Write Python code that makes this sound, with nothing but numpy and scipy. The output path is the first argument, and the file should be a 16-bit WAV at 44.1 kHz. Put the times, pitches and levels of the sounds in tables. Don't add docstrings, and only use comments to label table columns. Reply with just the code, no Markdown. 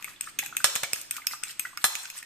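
import sys
import numpy as np
from scipy import signal
from scipy.fft import rfft, irfft, next_fast_len
from scipy.io import wavfile
from scipy.ndimage import uniform_filter1d

SR = 44100
rng = np.random.default_rng(int(sys.argv[2]) if len(sys.argv) > 2 else 0)


def transcribe(u):
    v = np.clip(np.atleast_2d(u).T, -1, 1)
    q = np.round(v * 32767).astype(np.int16)
    wavfile.write(sys.argv[1], SR, q)


N = 99225

# [f/Hz, level/dB]
HISS_COLOUR = [(25, -56), (60, -68), (140, -59.5), (300, -70.5), (600, -69.5), (1500, -62), (3000, -61.5),
               (5000, -67.5), (8400, -92), (10000, -81), (14000, -90)]
HISS_DB = -59

# [t/s, level/dB]
MURMUR_LEVEL = [(0, -71), (.08, -59), (.2, -68.5), (.32, -61), (.56, -60), (0.702, -63), (1.2, -68.5),
                (1.8, -65.5), (2.0, -82), (2.25, -71.5)]
# [f/Hz, level/dB]
MURMUR_COLOUR = [(30, -16), (80, -3), (140, 5.5), (210, -2.5), (310, 5), (450, -9), (900, -12), (3000, -61)]

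# [middle t/s, half length/s, level/dB]
SWISHES = [(.005, 0.023, -54), (0.086, 0.036, -48.5), (0.249, 0.024, -45.5), (0.294, 0.0062, -44.5),
           (0.446, 0.026, -41.5), (0.619, 0.04, -45.5), (0.795, .03, -52), (0.974, 0.038, -40.5),
           (1.158, 0.025, -41), (1.328, 0.022, -38.5), (1.483, 0.026, -39.5), (1.645, 0.031, -47),
           (1.821, 0.019, -45.5), (1.984, 0.063, -41.5), (2.17, 0.022, -41)]
# [f/Hz, level/dB]
SWISH_COLOUR = [(100, -20), (300, -15.5), (700, -30), (1400, 3), (2600, -0.5), (4200, -3), (6500, -0.5),
                (8400, 4), (9600, -6), (12500, -1), (14400, -8), (16000, -3)]
GRAIN_DEPTH_DB, GRAINS_PER_S = 3, 500
PATCH_DEPTH_DB = 4

BUBBLE_DB, BUBBLE_HZ, BUBBLE_LOG_RANGE = -48, 1837, 0.7
BUBBLE_COUNT, BUBBLE_T60_S = 260, 0.009
POCKET_ATTACK_S, PITCH_RISE_PER_S = 0.0011, 3.3

# [f/Hz, t60/s]
ROOM_DECAY = [(150, 0.1), (600, 0.84), (2000, 0.51), (6000, 0.79), (14000, 0.39)]
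# [f/Hz, level/dB]
ROOM_COLOUR = [(100, -3), (350, -1.5), (600, 5.5), (1000, -1.5), (3000, 4), (8000, 1.5), (14000, 3)]
# [f/Hz, correlation]
ROOM_ALIKE = [(100, -.2), (300, 0.84), (700, 0.58), (1500, 0.22), (3000, 0.13), (6000, -0.031)]
TICK_ROOM_DB, CLINK_ROOM_DB, EGG_ROOM_DB = -7, -3, -5
EARLY_DB, EARLY_T60_S, ROOM_FADE_IN_S = 12, 0.059, 0.0057

# [t/s, level/dB, bass/dB, treble/dB, low ring/dB, high ring/dB,
# burst-shape t60/s, left over right/dB]
TICKS = [(.0245, -34.5, 11, -2, 0, -13, 0.016, 2), (.0432, -30, 4.5, 1.5, -5, -1, 0.0058, 8),
         (0.2086, -25.5, 3, -0.5, 5, 5.5, 0.013, 3), (0.241, -36, 10, -5, -24, -6, 0.0065, 2),
         (0.3875, -15, -1.5, -6, -12.5, -20, 0.06, 2), (0.4599, -30.5, 5, -1, -5, -7, 0.019, 10),
         (0.567, -16.5, 1.5, 0.5, -12, -4.5, 0.015, -1), (.753, -20, 3.5, -1, -13, -2.5, 0.018, 4),
         (0.8337, -25.5, 10, 3, 3, 1.5, 0.017, 3), (0.9318, -20.5, 9.5, 3, 13.5, 4.5, 0.0065, -1.5),
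         (1.0134, -32.5, -26, 4, -12, -4, 0.017, -4), (1.109, -25, 5, 7.5, 1.5, 0.5, 0.019, -0.5),
         (1.1654, -31.5, 5, 3, 0, -10, 0.051, -1), (1.268, -19, 1.5, 4.5, 15.5, -15, 0.02, 0.5),
         (1.3106, -39.5, 19, 8, -5, -2, 0.0037, -1), (1.4346, -23.5, 4, -7, 5.5, 7, 0.011, 5.5),
         (1.5944, -22.5, 5, 3.5, -4, -2.5, 0.025, 3), (1.773, -27.5, 2.5, -0.5, 11, -7.5, 0.0053, -2),
         (1.9524, -17.5, 1, -8.5, -5, -20, 0.0093, -2), (2.054, -26.5, -4, -53, 2.5, 0, 0.016, 3),
         (2.0997, -30, 2, -2.5, 4, -9.5, 0.024, 1), (2.227, -41.5, 13, 3, 8, -4, 0.016, -1)]
# [f/Hz, level/dB]
TICK_COLOUR = [(30, -45.5), (200, -14), (750, -30), (1300, -13.5), (1800, -9), (2520, 1.5), (2900, -3.5),
               (3500, -4.5), (4300, -13), (5300, -3.5), (5850, -8.5), (6500, 2.5), (7400, -6), (8350, 12),
               (9300, -14), (9900, -15.5), (10750, -2.5), (11500, -10.5), (12600, 1.5), (14400, -4.5),
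               (16000, -19)]
TICK_ATTACK_S, TICK_HOLD_S = 0.0006, 0.0022
PING_HZ, LOW_RING_HZ, HIGH_RING_HZ = 2540, 5180, 8400
PING_DB, PING_WIDTH_HZ, RING_WIDTH_HZ = 5, 150, 380
BASS_HZ, TREBLE_HZ = 2310, 8940

# [t/s, level before a doubling in amplitude/dB, starting f/Hz]
PLOPS = [(0.0444, -34.5, 2220), (0.077, -43, 1254), (.081, -39.5, 1924), (.1615, -47, 3460),
         (0.242, -47, 1470), (.272, -35.5, 1348), (.2745, -38.5, 1700), (.425, -32, 1900), (.43, -41, 855),
         (.462, -38, 1580), (0.5257, -35, 1336), (.549, -41, 1400), (.578, -44, 1880), (.603, -36, 1510),
         (0.841, -26, 2230), (1.166, -44, 1440), (1.182, -35.5, 1277), (1.219, -41.5, 2090),
         (1.243, -39.5, 1516), (1.311, -35.5, 1995), (1.332, -42, 1530), (1.335, -32.5, 1192),
         (1.43, -41.5, 1436), (1.472, -42, 1430), (1.494, -41.5, 1860), (1.6512, -31.5, 1477),
         (1.654, -31.5, 1900), (1.721, -46.5, 1630), (1.731, -47, 1105), (1.7735, -33.5, 1380),
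         (1.774, -34, 2120), (2.052, -37.5, 1496), (2.2262, -39, 1850)]
PLOP_T60_S = 0.026
SQUELCH_DB, SQUELCH_T60_S, SQUELCH_OCTAVES = -5, 0.025, 0.22

# [t/s, level/dB, bass/dB, treble/dB, ring trim/dB]
CLINKS = [(0.3904, -36, -13, 4, -1.5), (.643, -11.5, 0, 10.5, -7.5), (0.7594, -22.5, -1.5, 8, -9.5),
          (.833, -26.5, 7.5, 1, -6.5), (0.8407, -35.5, -8, -16, -13), (1.8418, -15, 4, 12, -5),
          (1.8499, -31, 3, 29.5, 1)]
# [f/Hz, level/dB]
CRACK_COLOUR = [(30, -28.5), (130, -1.5), (330, -16.5), (560, -2), (1100, 6), (1700, 6.5), (2500, 2.5),
                (3600, 7), (4800, 1.5), (6800, 6), (8600, 2), (9500, -7.5), (10300, -1.5), (11200, -15.5),
                (12200, -7), (14400, -13.5), (16000, -84)]
# [f/Hz, level before ring trim/dB, t60/s]
RING_MODES = [(550, -13, .05), (1345, -8, .07), (1715, -4, .07), (1987, -11, .07), (3065, -14, .08),
              (3500, -6, .08), (4150, -6, .08), (5399, -7, .14), (5850, -17, .14), (6753, -10, .13),
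              (7505, -12, .22), (8480, -13, .1), (8653, -12, .14), (10200, -16, .12), (12185, -14, .15),
              (14410, -20, .1)]
CRACK_HOLD_S, CRACK_SHAPE_T60_S = 0.00087, 0.029
RING_DB, RING_SCATTER_DB, RING_JITTER_HZ = -1, 1.5, 3
RING_TIME_SPREAD_S = 0.00002

# [t/s, level/dB]
JOLTS = [(0.647, -46), (0.9327, -33), (1.269, -45), (1.4342, -46.5), (1.5944, -44), (1.8427, -36)]
# [f/Hz, level/dB]
JOLT_COLOUR = [(30, -20), (70, -5), (130, -1), (250, -15), (420, 0.5), (700, -6), (1100, -6.5), (2500, -36)]
JOLT_SHAPE_T60_S = 0.012

# [f/Hz, correlation]
DIRECT_ALIKE = [(40, 0.79), (90, -0.12), (160, 0.18), (300, -0.019), (600, 0.66), (1500, 0.79),
                (3000, 0.33), (6000, 0.024), (12000, 0.49)]
# [f/Hz, left over right/dB]
STEREO_LEAN = [(150, -2.5), (600, -2.5), (1400, -1.5), (3000, -2), (5200, -7), (7800, -2.5), (9000, 14),
               (10700, 8), (12800, 5.5), (14500, -2.5)]
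LEFT_LEAD_S = 0.00003
CEILING, TOP_HZ = 0.9, 14900


def amp(db):
    return 10 ** (np.asarray(db) / 20)


def unit(x):
    return x / np.sqrt(np.mean(x ** 2) + 1e-20)


def along(points, hz):
    f, value = np.transpose(points)
    return np.interp(np.log(hz + 1), np.log(f + 1), value)


def seconds(count):
    return np.arange(count) / SR


def add(track, s, sound):
    start = max(round(s * SR), 0)
    part = sound[..., :max(N - start, 0)]
    track[..., start:start + part.shape[-1]] += part


def filtered(x, response):
    n = x.shape[-1]
    m = next_fast_len(n + 8192)
    hz = np.fft.rfftfreq(m, 1 / SR)
    return irfft(rfft(x, m) * response(hz), m)[..., :n]


def spread(pair, alike=DIRECT_ALIKE):
    def weights(hz):
        turn = np.arccos(np.clip(along(alike, hz), -1, 1)) / 2
        return np.array([np.cos(turn), np.sin(turn)])

    mid, side = filtered(pair, weights)
    return np.array([mid + side, mid - side])


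def noise(colour):
    return unit(filtered(rng.standard_normal((2, N)), lambda hz: amp(along(colour, hz))))


def contact(envelope, colour, extra_db):
    n = len(envelope)
    hz = np.fft.rfftfreq(n, 1 / SR)
    burst = envelope * rng.standard_normal((2, n))
    for _ in range(2):
        flat = irfft(np.exp(1j * np.angle(rfft(burst))), n)
        burst = flat * np.sqrt(envelope)
    burst = unit(burst) * np.sqrt(np.mean(envelope ** 2))
    gain = unit(amp(along(colour, hz))) * amp(extra_db(hz))
    cepstrum = irfft(np.log(gain + 1e-6))
    fold = 1 + np.sign(n // 2 - np.arange(n))
    fold[0] = 1
    return spread(irfft(rfft(burst) * np.exp(rfft(cepstrum * fold)), n))


def shelves(hz, bass_db, treble_db):
    bass = bass_db / (1 + (hz / BASS_HZ) ** 4)
    treble = treble_db * (1 - 1 / (1 + (hz / TREBLE_HZ) ** 8))
    return bass + treble


def hiss():
    return amp(HISS_DB) * spread(noise(HISS_COLOUR))


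def murmur():
    level = np.interp(seconds(N), *np.transpose(MURMUR_LEVEL))
    return amp(level) * spread(noise(MURMUR_COLOUR))


def patchy(x):
    z = signal.stft(x, nperseg=256)[2]
    field = rng.standard_normal(z.shape[1:])
    field = uniform_filter1d(field, size=5, axis=0)
    field = uniform_filter1d(field, size=4, axis=1)
    mottled = z * amp(PATCH_DEPTH_DB * unit(field))
    return unit(signal.istft(mottled, nperseg=256)[1][:, :N])


def swishes():
    t = seconds(N)
    drag = sum(amp(db) * np.exp(-.5 * ((t - s) / half) ** 2) for s, half, db in SWISHES)
    knots = rng.standard_normal(N)
    roughness = np.interp(t * GRAINS_PER_S, np.arange(N), knots)
    grain = unit(amp(GRAIN_DEPTH_DB * roughness))
    return drag * grain * patchy(spread(noise(SWISH_COLOUR)))


def bubble(hz, t60):
    t = seconds(2500)
    envelope = (1 - np.exp(-t / POCKET_ATTACK_S)) * amp(-60 * t / t60)
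    return envelope * np.sin(2 * np.pi * hz * (t + PITCH_RISE_PER_S * t * t / 2))


def bubbles():
    out = np.zeros(N)
    for k, (when, size, pitch) in enumerate(rng.uniform(-1, 1, (BUBBLE_COUNT, 3))):
        s, half, _ = SWISHES[k % len(SWISHES)]
        hz = BUBBLE_HZ * np.exp(BUBBLE_LOG_RANGE * pitch)
        level = 2 * amp(BUBBLE_DB + 6 * size)
        add(out, s + 2 * half * when, level * bubble(hz, BUBBLE_T60_S))
    return out


def kitchen(x):
    hz, t, z = signal.stft(rng.standard_normal((2, SR * 3 // 4)), SR, nperseg=256)
    late = amp(-60 * t / along(ROOM_DECAY, hz)[:, None])
    early = amp(EARLY_DB - 60 * t / EARLY_T60_S)
    colour = amp(along(ROOM_COLOUR, hz))[:, None]
    tail = signal.istft(z * (late + early) * colour, SR, nperseg=256)[1]
    tail = tail * np.clip(seconds(tail.shape[1]) / ROOM_FADE_IN_S, 0, 1) ** 2
    tail = tail / np.linalg.norm(tail[0])
    return spread(signal.fftconvolve(x, tail, axes=1)[:, :N], ROOM_ALIKE)


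def ticks():
    out, t = np.zeros((2, N)), seconds(4096)

    def peak(hz, centre, width=RING_WIDTH_HZ):
        return 1 / (1 + ((hz - centre) / width) ** 2)

    for s, db, bass_db, treble_db, low_db, high_db, t60, pan_db in TICKS:
        attack = 1 - np.exp(-t / TICK_ATTACK_S)
        envelope = attack * amp(-60 * np.maximum(t - TICK_HOLD_S, 0) / t60)

        def tone(hz):
            ping = PING_DB * peak(hz, PING_HZ, PING_WIDTH_HZ)
            rings = low_db * peak(hz, LOW_RING_HZ) + high_db * peak(hz, HIGH_RING_HZ)
            return shelves(hz, bass_db, treble_db) + ping + rings

        level = amp([[db + pan_db / 2], [db - pan_db / 2]])
        add(out, s, level * contact(envelope, TICK_COLOUR, tone))
    return out


def plop(hz):
    tone = bubble(hz, PLOP_T60_S)
    t = seconds(len(tone))
    band = lambda f: 1 / (1 + (np.log2((f + 1) / hz) / SQUELCH_OCTAVES) ** 2)
    squelch = unit(filtered(rng.standard_normal(len(t)), band))
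    squelch = squelch * amp(SQUELCH_DB - 60 * t / SQUELCH_T60_S)
    return tone + squelch * (1 - np.exp(-t / POCKET_ATTACK_S))


def plops():
    out = np.zeros(N)
    for s, db, hz in PLOPS:
        add(out, s, 2 * amp(db) * plop(hz))
    return out


def clinks():
    out, t = np.zeros((2, N)), seconds(16384)
    hz, level, t60 = np.transpose(RING_MODES)[:, :, None]
    envelope = amp(-60 * np.maximum(t - CRACK_HOLD_S, 0) / CRACK_SHAPE_T60_S)
    for s, db, bass_db, treble_db, ring_db in CLINKS:
        crack = contact(envelope, CRACK_COLOUR, lambda f: shelves(f, bass_db, treble_db))
        steps = rng.standard_normal((len(hz), len(t)))
        drift = np.cumsum(steps, axis=1) * np.sqrt(2 * np.pi * RING_JITTER_HZ / SR)
        offset = RING_TIME_SPREAD_S * rng.standard_normal((2, len(hz), 1))
        phase = 2 * np.pi * hz * offset + drift
        scatter = RING_SCATTER_DB * rng.standard_normal(hz.shape)
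        modes = amp(level + scatter - 60 * t / t60) * np.sin(2 * np.pi * hz * t + phase)
        ring = modes.sum(axis=1)
        add(out, s, amp(db) * (crack + amp(RING_DB + ring_db) * ring))
    return out


def jolts():
    out = np.zeros((2, N))
    push = amp(-60 * seconds(4096) / JOLT_SHAPE_T60_S)
    for s, db in JOLTS:
        add(out, s, amp(db) * contact(push, JOLT_COLOUR, np.zeros_like))
    return out


def lean(hz):
    balance = amp(along(STEREO_LEAN, hz) * [[.5], [-.5]])
    lead = np.exp(1j * np.pi * hz * LEFT_LEAD_S * np.array([[1], [-1]]))
    return balance * lead


def scene():
    egg = swishes() + bubbles() + plops()
    tines, plate = ticks(), clinks()
    send = amp(TICK_ROOM_DB) * tines + amp(CLINK_ROOM_DB) * plate + amp(EGG_ROOM_DB) * egg
    direct = hiss() + murmur() + egg + tines + plate + jolts()
    return filtered(direct, lean) + kitchen(send)


def record(dry):
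    rounded = dry / (1 + np.abs(dry / CEILING) ** 6) ** (1 / 6)
    return filtered(rounded, lambda hz: 1 / np.sqrt(1 + (hz / TOP_HZ) ** 120))


dry = scene()
out = record(dry)
transcribe(out)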